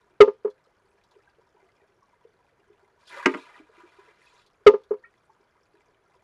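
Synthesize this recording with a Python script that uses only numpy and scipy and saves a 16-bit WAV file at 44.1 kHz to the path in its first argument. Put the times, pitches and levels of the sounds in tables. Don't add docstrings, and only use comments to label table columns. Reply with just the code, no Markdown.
import sys
import numpy as np
from scipy import signal
from scipy.io import wavfile

SR = 44100
rng = np.random.default_rng(int(sys.argv[2]) if len(sys.argv) > 2 else 0)


def dump(signal):
    limited = np.clip(np.atleast_2d(signal).T, -1, 1)
    pcm = np.round(limited * 32767).astype(np.int16)
    wavfile.write(sys.argv[1], SR, pcm)


N = 274743
TIME = np.arange(N) / SR
CUTOFF_HZ = 16290

# (frequency [Hz], relative density [dB per Hz])
SPRAY_SPECTRUM = [(2500, -6), (3800, 5.5), (5200, -1.5), (6800, -10.5), (9000, -12.5), (10000, -8),
                  (10700, -13)]
# (frequency [Hz], relative level [dB], t60 [s])
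POST_MODES = [(62, -39, .12), (207, -24, .065), (249.1, -27, 0.13), (307, -26.5, 0.025)]
# (time [s], strength [dB])
LANDING_TIMES = [(0.205, 6.5), (4.6655, 6.5)]


def from_db(db):
    return 10 ** (np.asarray(db) / 20)


def rms_one(x):
    return x / np.sqrt(np.mean(x ** 2) + 1e-20)


def at_hz(points, hz):
    points = np.array(points)
    return np.interp(np.log(hz), np.log(points[:, 0]), points[:, 1])


def dull(x, hz):
    sos = signal.butter(2, min(hz, SR / 2 - 1), fs=SR, output="sos")
    return signal.sosfilt(sos, x + 1e-18)


def thin(x, hz, order=2):
    return signal.sosfilt(signal.butter(order, hz, "high", fs=SR, output="sos"), x + 1e-18)


def ring(clicks, hz, t60):
    radius = np.exp(-np.log(1000) / (t60 * SR))
    angle = 2 * np.pi * hz / SR
    return signal.lfilter([0, np.sin(angle)], [1, -2 * radius * np.cos(angle), radius ** 2], clicks + 1e-18)


def ring_modes(force, modes):
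    return sum(ring(force, hz, t60) * from_db(db) for hz, db, t60 in modes)


def fade(t, t60):
    return np.exp(-np.log(1000) * t / t60)


def add(out, s, sound):
    start = max(round(s * SR), 0)
    out[start:start + len(sound)] += sound[:max(N - start, 0)]


def drift(per_s):
    knots = rng.standard_normal(1000)
    return np.interp(TIME * per_s, np.arange(len(knots)), knots)


def now_and_then(per_s, count=40):
    return (np.arange(count) + rng.random(count)) / per_s


def noise(spectrum, size):
    edges = np.geomspace(20, 18000, 21)
    white = rng.standard_normal((2, size))
    out = 0
    for k, (low, high) in enumerate(zip(edges, edges[1:])):
        sos = signal.butter(2, [low, high], "band", fs=SR, output="sos")
        band = signal.sosfilt(sos, white[k % 2])
        out = out + band * from_db(at_hz(spectrum, np.sqrt(low * high)))
    return rms_one(out)


def bubbles(spectrum, per_s, cycles, spread_db, clump_db, clumps_per_s, count=64):
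    out = 0
    surge = drift(clumps_per_s)
    births = max(int(per_s * N / SR / count), 1)
    pitches = np.geomspace(spectrum[0][0], min(spectrum[-1][0], CUTOFF_HZ), count)
    for k, hz in enumerate(pitches):
        if k % 8 == 0:
            clump = from_db(clump_db * (.5 * surge + drift(clumps_per_s)))
        when, size, sign = rng.random((3, 1000))[:, :births]
        size_db = spread_db * np.minimum(-np.log(1 - size), 3)
        clicks = np.zeros(N)
        clicks[(when * N).astype(int)] = from_db(size_db) * np.sign(sign - .5)
        tone = np.diff(ring(clicks * clump, hz, cycles / hz), prepend=0)
        out = out + rms_one(tone) * from_db(at_hz(spectrum, hz)) * np.sqrt(hz)
    return rms_one(out)


def contacts(blows):
    out = np.zeros(N)
    for s, db, bright_hz in blows:
        add(out, s, from_db(db) * dull(signal.unit_impulse(512), bright_hz))
    return out


def crack(force, t60, build_s):
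    # (frequency [Hz], relative density [dB per Hz])
    crack_spectrum = [(40, -31), (130, -15.5), (400, -6.5), (1200, -5), (2500, -5.5), (4000, -12),
                      (5500, -10), (7500, -13), (10500, -18.5), (13000, -34)]
    t = TIME[:SR // 4]
    response = noise(crack_spectrum, size=len(t)) * fade(t, t60) * (1 - np.exp(-t / build_s))
    return signal.fftconvolve(force, response)[:N]


def scatter(x, t60, top_hz, build_s):
    t = TIME[:SR // 2]
    tail = dull(rng.standard_normal(len(t)), top_hz) * fade(t, t60) * (1 - np.exp(-t / build_s))
    tail = tail / np.sqrt(np.sum(tail ** 2) * SR / (2 * top_hz))
    return signal.fftconvolve(x, tail)[:N]


def distant_channels():
    # (frequency [Hz], relative density [dB per Hz])
    rush_spectrum = [(25, -3), (60, 1), (130, 0.5), (250, -5), (430, 0.5), (700, -3.5), (1500, -4),
                     (2500, -16), (3500, -22), (5500, -24), (8000, -33), (11000, -29.5), (16000, -31)]
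    return from_db(-69.5) * noise(rush_spectrum, size=N)


def ticks(t60=.06):
    # (time [s], relative level [dB])
    tick_bursts = [(.501, -59.5), (1.038, -62.5), (1.111, -62), (4.464, -58), (4.836, -62)]
    envelope = np.zeros(N)
    for s, db in tick_bursts:
        add(envelope, s, from_db(db) * fade(TIME[:SR // 10], t60))
    return envelope * thin(noise(SPRAY_SPECTRUM, size=N), hz=2000)


def drops(rise=0.027, twin_db=-8, twin_octaves=.2):
    # (time [s], relative level [dB], pitch [Hz])
    single_drops = [(1.16, -45.5, 422), (1.272, -48, 1600), (1.382, -50, 439), (2.021, -46.5, 1097),
                    (2.248, -39.5, 460), (2.697, -46.5, 414), (1.565, -49.5, 941), (3.166, -35, 560),
                    (3.224, -32.5, 1100), (3.54, -41, 1897), (4.267, -44, 2520), (5.037, -34.5, 1850),
                    (5.043, -44.5, 2236), (5.293, -44.5, 887), (5.738, -51, 408)]
    # (time [s], relative level [dB], pitch [Hz])
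    pool_gulps = [(3.597, -39, 304), (3.691, -47.5, 439), (3.776, -47.5, 344), (3.833, -45.5, 347),
                  (3.984, -45.5, 393), (4.080, -50.5, 424)]
    # (rate [per s], relative level [dB], pitch [Hz], spread [octaves])
    random_drips = [(4.6, -57.5, 420, 0.14), (2.9, -59.5, 1500, .35)]
    drip_spread_db = 2
    cycles, linger_s = 16, .035
    swell_s = .005

    notes = single_drops + pool_gulps
    for per_s, db, hz, octaves in random_drips:
        for s in now_and_then(per_s):
            drip_db = db + drip_spread_db * rng.normal()
            notes.append((s, drip_db, hz * 2 ** (octaves * rng.normal())))
    twins = []
    for s, db, hz in notes:
        twin_hz = hz * 2 ** (twin_octaves * rng.normal())
        twins.append((s + 0.0055 * rng.random(), db + twin_db, twin_hz))

    out = np.zeros(N)
    t = TIME[:SR // 5]
    swell = 1 - np.exp(-(t / swell_s) ** 2)
    for s, db, hz in notes + twins:
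        life = fade(t, cycles / hz + linger_s)
        phase = 2 * np.pi * np.cumsum(hz * (1 + rise * (.5 - life))) / SR
        add(out, s, from_db(db) * life * swell * np.sin(phase))
    return out


def gushes():
    # (start [s], hold with the rise [s], relative splash level [dB], relative spray level [dB], t60 [s])
    gush_steps = [(2.98, 0.095, -66, -71, .3), (3.054, 0.038, -56.5, -52.5, .5),
                  (3.086, .08, -42.5, -60.5, 0.91), (3.26, 0.12, -46, -59.5, 0.86),
                  (3.515, 0.084, -54, -93, 0.17), (3.709, 0.38, -58, -75.5, 0.82),
                  (4.176, 0.24, -64, -67, .2)]
    attack_s = 0.029
    splash, spray = 0, 0
    for s, hold_s, splash_db, spray_db, t60 in gush_steps:
        flow = np.clip((TIME - s) / attack_s, 0, 1) * fade(np.maximum(TIME - s - hold_s, 0), t60)
        splash = np.hypot(splash, from_db(splash_db) * flow)
        spray = np.hypot(spray, from_db(spray_db) * flow)
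    return splash, spray


def water():
    # (frequency [Hz], relative density [dB per Hz])
    trickle_spectrum = [(200, -14.5), (330, -2.5), (430, 5), (540, -9), (900, 1), (1200, -7.5),
                        (1650, -9.5), (2500, -11.5), (3500, -22.5), (5200, -19.5), (7000, -32.5),
                        (10500, -31.5), (12000, -46.5)]
    # (frequency [Hz], relative density [dB per Hz])
    splash_spectrum = [(200, -14.5), (450, -2.5), (750, -4.5), (1050, 6.5), (1300, 4), (1950, -1),
                       (2450, -0.5), (3200, -13.5), (4500, -17.5)]
    splash_gain, spray_gain = gushes()
    trickle = bubbles(trickle_spectrum, per_s=400, cycles=32, spread_db=3, clump_db=3, clumps_per_s=14)
    splash = bubbles(splash_spectrum, per_s=2400, cycles=44, spread_db=3, clump_db=3, clumps_per_s=26)
    spray = bubbles(SPRAY_SPECTRUM, per_s=2600, cycles=50, spread_db=3.3, clump_db=2.4, clumps_per_s=26)
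    direct = from_db(-68.5) * trickle + splash_gain * splash + spray_gain * spray + ticks()
    stream_tail = scatter(direct, t60=.045, top_hz=9000, build_s=.003)
    stream = from_db(-3.5) * direct + from_db(-5) * stream_tail
    plops = from_db(2.0) * drops()
    plop_tail = scatter(plops, t60=.1, top_hz=4000, build_s=.005)
    return stream + plops + from_db(-7) * plop_tail


def clack():
    # (time [s], strength [dB], contact brightness [Hz])
    mouth_contacts = [(3.2560, -15, 900), (3.2585, -3.5, 5000), (3.2660, -16.5, 1890), (3.3390, -25, 2280),
                      (3.3455, -21, 1680)]
    # (frequency [Hz], relative level [dB], t60 [s])
    mouth_modes = [(193, -10.5, 0.073), (270, -10.5, 0.1324), (300, -13.5, .1), (360.3, -10.5, .15),
                   (405, -21, 0.27), (460, -17, 0.16), (610, -15.5, 0.11), (790, -25.5, .07),
                   (888, -24.5, 0.19), (966, -15.5, .085), (1087, -17, .12), (1222, -14.5, 0.11),
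                   (1381, -11.5, 0.08), (1600, -12.5, 0.064), (1826, -27, 0.079), (1935, -1.5, 0.016),
                   (2180, 3, 0.019), (2235, 4, 0.0099), (2310, -22.5, 0.033), (2490, -14, 0.034),
                   (2890, -9, 0.022), (3032, -18, 0.025)]
    force = contacts(mouth_contacts)
    modes = ring_modes(force, mouth_modes[::2]) - ring_modes(force, mouth_modes[1::2])
    body = thin(from_db(-1.5) * modes, hz=170, order=4)
    body = body + from_db(-12) * crack(force, t60=0.036, build_s=0.0012)
    body = body + from_db(-12.5) * ring_modes(force, POST_MODES)
    return body + from_db(-13) * scatter(body, t60=0.12, top_hz=4374, build_s=0.0056)


def hollow_tube():
    # (time after the blow [s], level
    # re the landing strength [dB], contact brightness [Hz])
    bounce_steps = [(-.0022, -19, 4650), (0, -0.53, 4000), (0.0707, -23.5, 1400), (0.2423, -25, 900),
                    (.2658, -35.5, 1300)]
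    # (frequency [Hz], relative level [dB], t60 [s])
    tube_modes = [(420, -.3, .08), (446, -19, .135), (518, -25, .155), (293, -33, .15), (607, -22.3, .077),
                  (723, -31.5, .07), (878, -22.9, .109), (974, -17.6, .058), (1068, -19.5, .096),
                  (1213, -19, .15), (1314, -31, .08), (1661, -30.4, .043), (1757, -29.6, .05),
                  (2060, -36, .06), (2272, -26, .068), (2735, -33.2, .06), (3360, -43, .04)]
    blows = [(s + after_s, db + step_db, bright_hz)
             for s, db in LANDING_TIMES for after_s, step_db, bright_hz in bounce_steps]
    force = contacts(blows)
    swell_s = 0.0028
    swelling = [(hz, db, swell_s) for hz, db, _ in tube_modes]
    body = ring_modes(force, tube_modes) - ring_modes(force, swelling)
    body = body + from_db(-10.5) * crack(force, t60=.036, build_s=.006)
    return thin(body, hz=215, order=4)


def near_walls(body):
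    # (delay [s], gain [linear])
    wall_paths = [(0, .78), (.00195, 1), (.00428, .88), (.00965, .55), (.01947, .32), (.02966, .12)]
    far_wall_s, wall_top_hz = .015, 2500
    muffled = signal.sosfiltfilt(signal.butter(1, wall_top_hz, fs=SR, output="sos"), body)
    out = np.zeros(N)
    for delay_s, gain in wall_paths:
        add(out, delay_s, gain * (muffled if delay_s > far_wall_s else body))
    return out


def knock():
    boom = near_walls(hollow_tube())
    jolt = contacts([(s, db, 3500) for s, db in LANDING_TIMES])
    thud = ring_modes(jolt, POST_MODES)
    buzz = thin(crack(jolt, t60=.25, build_s=0.0036), hz=3000)
    rattle = from_db(-39.5) * dull(buzz, hz=5000)
    tail = from_db(-38.5) * scatter(boom, t60=.28, top_hz=5000, build_s=0.013)
    return boom + thud + rattle + tail


def scene():
    return (distant_channels() + water() + clack() + knock())[None]


def record(dry, treble_leak=0.36, treble_hz=11600):
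    top, hardness = .78, 2.7
    clipped = dry / (1 + np.abs(dry / top) ** hardness) ** (1 / hardness)
    clipped = clipped + treble_leak * thin(dry - clipped, hz=2340, order=4)
    softened = signal.sosfilt(signal.butter(6, treble_hz, fs=SR, output="sos"), clipped)
    return signal.sosfilt(signal.ellip(10, .1, 80, CUTOFF_HZ, fs=SR, output="sos"), softened)


dry = scene()
out = record(dry)
dump(out)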